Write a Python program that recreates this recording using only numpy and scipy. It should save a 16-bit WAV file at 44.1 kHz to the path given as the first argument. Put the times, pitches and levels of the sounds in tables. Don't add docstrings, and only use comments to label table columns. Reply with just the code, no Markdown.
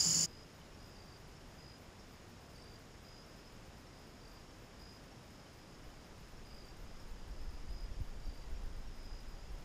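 import sys
import numpy as np
from scipy import signal
from scipy.fft import rfft, irfft
from scipy.io import wavfile
from scipy.ndimage import uniform_filter1d

SR = 44100
rng = np.random.default_rng(int(sys.argv[2]) if len(sys.argv) > 2 else 0)


def gain_from_db(level_db):
    decades = np.asarray(level_db, float) / 20
    return 10 ** decades


def wav_record(signal):
    frames = np.transpose(np.atleast_2d(signal))
    bounded = np.clip(frames, -1, 1)
    quanta = np.round(bounded * 32767).astype(np.int16)
    wavfile.write(sys.argv[1], SR, quanta)


N = 425124


def rms_one(x):
    return x / np.sqrt(np.mean(x ** 2) + 1e-20)


def at_hz(points, n):
    hz = np.maximum(np.arange(n // 2 + 1) * SR / n, 1)
    table_hz, values = np.array(points).T
    return np.interp(np.log(hz), np.log(table_hz), values)


def coloured(spectrum, n):
    white = rfft(rng.standard_normal(n))
    return rms_one(irfft(white * gain_from_db(at_hz(spectrum, n)), n))


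def resonate(x, modes):
    out = 0
    for hz, width, db in modes:
        r = np.exp(-np.pi * width / SR)
        poles = [1, -2 * r * np.cos(2 * np.pi * hz / SR), r * r]
        once = signal.lfilter([1], poles, x + 1e-18)
        twice = signal.lfilter([1, 0, -1], poles, once)
        out = out + gain_from_db(db) * rms_one(twice)
    return out


def wing_clicks(n, per_s, spread_db):
    size_db = spread_db * np.minimum(rng.exponential(1, n), 4)
    clicks = gain_from_db(size_db) * rng.choice([-1, 1], n)
    return clicks * (rng.random(n) < per_s / SR)


def add_stroke(out, s, length, hz, db, glide_hz):
    t = np.arange(int(length * SR)) / SR
    pitch = hz + glide_hz * (t / length - .5)
    swell = gain_from_db(db) * np.sin(np.pi * t / length) ** 0.6
    tone = np.sin(2 * np.pi * (rng.random() + np.cumsum(pitch) / SR))
    i = max(int((s - length / 2) * SR), 0)
    out[i:i + len(t)] += (swell * tone)[:len(out) - i]


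def low_chorus(n):
    # wing resonance in Hz, width in Hz, level in dB
    low_wings = [(4640, 140, -10), (4826, 360, 0), (5100, 390, 1), (5380, 460, -0.5)]
    singing = gain_from_db(-37) * rms_one(resonate(wing_clicks(n, 8700, spread_db=3.0), low_wings))
    lower_edge = signal.butter(8, 4420, "high", fs=SR, output="sos")
    return signal.sosfilt(lower_edge, singing)


def high_chorus(n):
    # wing resonance in Hz, width in Hz, level in dB
    high_wings = [(6590, 310, -6.5), (6820, 390, 2.5), (7050, 300, 0), (7400, 540, -20)]
    throb_per_s, throb_peak_s, throb_depth = 48.5, .193, .35
    t = np.arange(n) / SR
    throb = 1 + throb_depth * np.cos(2 * np.pi * throb_per_s * (t - throb_peak_s))
    return gain_from_db(-34.5) * rms_one(resonate(wing_clicks(n, 3500, spread_db=2.5), high_wings)) * throb


def low_far_crickets(n):
    return gain_from_db(-56.5) * resonate(wing_clicks(n, 300, spread_db=2.0), [(2990, 300, 0)])


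def wide_air(n):
    # frequency in Hz, level in dB per Hz
    air_spectrum = [(20, -38), (60, -9), (200, -3.5), (500, -13.5), (1000, -15), (2500, -19), (4000, -22),
                    (8500, -16.5), (10500, -18.5), (12000, -26), (16000, -26.5)]
    return gain_from_db(-43.5) * coloured(air_spectrum, n)


def motor_hum(n):
    hum_hz, rise_s = 163.2, .06
    beat_s, first_null_s, depth = .09, .045, .55
    t = np.arange(n) / SR
    rise = np.minimum(t / rise_s, 1)
    beat = abs(1 - depth * np.exp(2j * np.pi * (t - first_null_s) / beat_s))
    return gain_from_db(-44.5) * rise * beat * np.sin(2 * np.pi * hum_hz * t)


def wide_microphone(n):
    # frequency in Hz, left-right likeness from -1 to 1
    likeness = [(60, 0.78), (130, 0.99), (290, 0.25), (640, 0.05), (1410, -0.29), (3100, 0.77),
                (6820, 0.95), (15000, 1.0)]
    # frequency in Hz, level in dB
    side_kept = [(20, -8), (5600, 2.5), (5950, -15), (6300, 0), (7600, 1), (8100, -45), (16000, -45)]
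    # centre in seconds, length in seconds, pitch in Hz, level in dB
    near_stroke = (.0085, .017, 4945, -26.5)
    alike = np.clip(at_hz(likeness, n), 0, 1)
    mid_share = np.sqrt((1 + alike) / 2)
    side_share = np.sqrt((1 - alike) / 2) * gain_from_db(at_hz(side_kept, n))
    below_top = np.arange(n // 2 + 1) * SR / n < 15750
    pair = []
    for share in (mid_share, side_share):
        wood = low_chorus(n) + high_chorus(n) + low_far_crickets(n) + wide_air(n)
        pair.append(irfft(rfft(wood) * share * below_top, n))
    mid, side = pair
    mid = mid + motor_hum(n)
    add_stroke(mid, *near_stroke, glide_hz=-50)
    return (mid + side * [[1], [-1]]) * gain_from_db([[-.4], [.4]])


def hiss():
    # frequency in Hz, level in dB per Hz
    hiss_spectrum = [(12, -36), (20, 5), (44, 1.5), (129, -1), (1570, -16.5), (4150, -24), (5040, -26),
                     (5950, -26.5), (6840, -27), (8080, -32), (10400, -36), (15300, -38.5)]
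    return gain_from_db(-55.5) * coloured(hiss_spectrum, N)


def far_chorus():
    # wing resonance in Hz, width in Hz, level in dB
    far_wings = [(2900, 570, -82), (4870, 320, -78), (5130, 420, -72.5), (5510, 170, -79),
                 (6520, 400, -81.5), (6810, 490, -79), (10240, 760, -87.5)]
    swell_db = 0.33 * rms_one(signal.resample(rng.standard_normal(40), N))
    return gain_from_db(swell_db) * resonate(wing_clicks(N, 4000, spread_db=1.5), far_wings)


def near_trills(out):
    # strokes per second, stroke length in seconds, pitch in Hz, glide in Hz, unevenness
    high_singer = (53.4, .0155, 4965, -80, .7)
    low_singer = (50.3, .013, 4770, 240, 1.5)
    # first stroke in seconds, number of strokes, level in dB
    high_trills = [(.2791, 9, -59), (.8059, 9, -62.5), (1.5893, 10, -58.5), (3.0527, 10, -59),
                   (4.8009, 10, -58), (6.4553, 10, -60.5), (7.6912, 10, -58.5), (9.0406, 10, -60.5)]
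    low_trills = [(.9667, 11, -60), (2.5622, 11, -59), (4.218, 9, -62), (6.51, 11, -61), (8.2398, 11, -61)]
    for singer, trills in ((high_singer, high_trills), (low_singer, low_trills)):
        per_s, length, hz, glide_hz, uneven = singer
        for start, strokes, db in trills:
            for k in range(strokes):
                first = k == 0
                stroke_hz = hz - 62 * first + uneven * rng.normal(0, 15)
                stroke_db = db - 1 * first + uneven * rng.normal()
                add_stroke(out, start + k / per_s, length, stroke_hz, stroke_db, glide_hz)


def steady_chirper(out):
    # time in seconds, pitch in Hz, level in dB, share of the limp heard from 0 to 1
    head_turn = [
        (0, 5450, -65.5, 1),
        (3.5, 5455, -65.5, 1),
        (6.1, 5450, -67.5, 1),
        (6.8, 5480, -63, .1),
        (8.6, 5570, -63.5, .1),
        (9.64, 5420, -67, .1),
    ]
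    first_s, every_s = .4365, .3127
    limp_s, limp_db, limp_hz = .002, 2.5, 22
    turn_s, *heard = np.transpose(head_turn)
    for k, s in enumerate(np.arange(first_s, N / SR, every_s)):
        hz, db, share = (np.interp(s, turn_s, column) for column in heard)
        limp = share * (-1) ** k
        chirp_hz = hz + limp_hz * limp + rng.normal(0, 15)
        chirp_db = db - limp_db * limp + rng.normal(0, .8)
        add_stroke(out, s + limp_s * limp, .018, chirp_hz, chirp_db, glide_hz=-30)


def low_peeps(out):
    # start in seconds, level in dB, pitch in Hz
    peeps = [
        (0.6015, -61, 3050),
        (5.45, -62, 3050),
        (5.83, -63, 2950),
        (5.89, -63, 2980),
    ]
    for s, db, hz in peeps:
        add_stroke(out, s + 0.014, .018, hz, db - 3, glide_hz=-30)


def far_trills():
    # first stroke in seconds, length in seconds, pitch in Hz, level in dB
    distant_runs = [(.97, .22, 5080, -71), (1.967, 0.21, 4880, -70), (2.5, .12, 5120, -70),
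                    (3.267, .24, 5040, -62), (3.68, .1, 5180, -70), (3.892, 0.19, 4960, -65),
                    (4.319, .08, 4910, -63), (4.85, .25, 5300, -69), (5.302, 0.19, 5100, -66),
                    (5.507, 0.22, 5000, -65.5), (5.865, 0.18, 4860, -70), (6.861, 0.21, 4980, -65),
                    (7.14, .42, 4860, -66.5), (7.376, .23, 5120, -64), (7.9, .3, 4750, -69),
                    (8.549, .2, 4750, -69), (8.6, 0.32, 5130, -73), (8.915, .14, 5050, -62.5),
                    (9.27, 0.2, 4970, -64)]
    far = np.zeros(N)
    for start, length, hz, db in distant_runs:
        for s in np.arange(start, start + length, 1 / 52):
            add_stroke(far, s, .015, hz + rng.normal(0, 45), db + rng.normal(0, 1.0), glide_hz=-250)
    leaves = rms_one(signal.resample(rng.standard_normal(3600), N))
    return far * (.9 + .4 * leaves)


def tiny_squeaks(out):
    # centre in seconds, pitch in Hz, level in dB
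    squeaks = [
        (2.565, 9400, -69),
        (2.583, 8500, -64),
        (2.625, 8400, -65),
        (2.643, 9700, -66),
    ]
    for s, hz, db in squeaks:
        add_stroke(out, s, .006, hz, db, glide_hz=-500)


def crickets():
    near = np.zeros(N)
    near_trills(near)
    steady_chirper(near)
    low_peeps(near)
    far = far_trills()
    tiny_squeaks(near)
    t = np.arange(int(.12 * SR)) / SR
    echoes = rms_one(rng.standard_normal(len(t)) * gain_from_db(-60 * t / 0.19)) / np.sqrt(len(t))
    to_trees = gain_from_db(-15) * near + gain_from_db(-1) * far
    return near + gain_from_db(-9) * far + signal.fftconvolve(to_trees, echoes)[:N]


def katydids():
    # start in seconds, buzz length in units (2 where the other joins on)
    slow_calls = [(.5294, 2), (.8312, 2), (1.177, 1.4), (1.4756, 1), (1.7818, 2), (2.086, 2), (2.4074, 1),
                  (2.7151, 1), (3.0194, 2), (3.3657, 1), (3.6577, 1), (3.988, 1), (4.2828, 2), (4.5867, 2),
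                  (4.9267, 1), (5.2337, 1), (5.5327, 2), (5.8422, 2), (6.181, 1), (6.465, 1), (6.771, 2),
                  (7.0825, 1), (7.4133, 1), (7.7074, 1), (8.0031, 2.5), (8.3464, 1), (8.6375, 1),
                  (8.954, 1), (9.2863, 1), (9.5866, 1)]
    quick_calls = [.2871, 1.0433, 1.2785, 1.5415, 2.2826, 2.4995, 2.535, 2.791, 3.264, 3.5257, 3.7822,
                   4.0707, 4.7951, 5.0397, 5.3062, 6.045, 6.2869, 6.5459, 6.6551, 7.0015, 7.2797, 7.5089,
                   7.8087, 8.2453, 8.5005, 8.766, 9.0317, 9.2044, 9.5201]
    # wing resonance in Hz, width in Hz, level in dB
    buzz_wings = [(10400, 900, -5), (13160, 300, -1), (14200, 800, -2), (14950, 450, -6)]
    unit_s, rasps_per_s = .036, 134
    ticks, rasps = np.zeros(N), np.zeros(N)
    for s, units in slow_calls + [(s, 1) for s in quick_calls]:
        tick_db = -67.5 + 0.38 * s + rng.normal(0, 1.5)
        add_stroke(ticks, s, .003, 9000, tick_db, glide_hz=-2000)
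        i = int(s * SR)
        t = np.arange(min(int(units * unit_s * SR), N - i)) / SR
        rasps[i:i + len(t)] = np.exp(-(t * rasps_per_s % 1) / 0.65)
    return ticks + gain_from_db(-87.5) * resonate(rasps * rng.standard_normal(N), buzz_wings)


def drawing_arm():
    # time in seconds, level in dB
    strain = [
        (5.3, -90),
        (5.75, -64),
        (6.72, -57.5),
        (6.82, -51.5),
        (7.3, -48.5),
        (7.95, -42.5),
        (8.4, -49),
        (8.65, -41),
        (9.2, -51),
        (9.64, -48.5),
    ]
    # centre in seconds, level in dB
    surges = [(5.88, 10.5), (6.4, 14), (6.54, 9), (6.86, 6), (7.12, 5), (7.32, 4), (7.41, 7.5), (7.49, 7),
              (7.7, 5), (7.78, 0), (8.28, 9), (8.52, 7.5), (8.87, -0.5), (9.13, 8.5), (9.28, 5),
              (9.53, 6.5)]
    # start in seconds, length in seconds, first pitch in Hz, last pitch in Hz, level in dB
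    head_knock = (8.0005, .028, 149, 10, -31.5)
    t = np.arange(N) / SR
    strain_s, strain_db = np.transpose(strain)
    level_db = np.interp(t, strain_s, strain_db)
    for s, db in surges:
        level_db = level_db + db * np.exp(-((t - s) / 0.029) ** 2)
    muscle_spectrum = [(5, -10), (12, -2.5), (25, -1.5), (45, -8.5), (70, -16.5), (120, -32), (20000, -99)]
    shake = coloured(muscle_spectrum, N)
    shake /= np.sqrt(uniform_filter1d(shake ** 2, size=SR // 8) + 0.045)
    start, length, first_hz, last_hz, knock_db = head_knock
    part = np.clip((t - start) / length, 0, 1)
    turns = length * (first_hz * part + (last_hz - first_hz) * part ** 2 / 2)
    knock = gain_from_db(knock_db) * np.sin(np.pi * part ** 1.2) * np.cos(2 * np.pi * turns - 3.0)
    return gain_from_db(level_db) * shake + knock


def thin_treble(x):
    hz, _, frames = signal.stft(x, SR, nperseg=1024)
    power = uniform_filter1d(abs(frames) ** 2, size=5, axis=0)
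    patch = uniform_filter1d(power, size=2, axis=1)
    hz = hz[:, None]
    weak = (patch < gain_from_db(2 * -104.5)) & (hz > 12700)
    return signal.istft(frames * ~weak * (hz < 15260), SR, nperseg=1024)[1][:N]


def head_microphone():
    return thin_treble(hiss() + far_chorus() + crickets() + katydids() + drawing_arm())


def scene():
    change_s, fade_s = 0.256, 0.013
    fade = np.clip((np.arange(N) / SR - change_s) / fade_s + .5, 0, 1)
    out = np.tile(fade * head_microphone(), (2, 1))
    n = 13230
    out[:, :n] += (1 - fade[:n]) * wide_microphone(n)
    return out


def roll_off(x):
    return signal.sosfilt(signal.butter(12, 16190, fs=SR, output="sos"), x)


def record(dry):
    return roll_off(dry)


dry = scene()
out = record(dry)
wav_record(out)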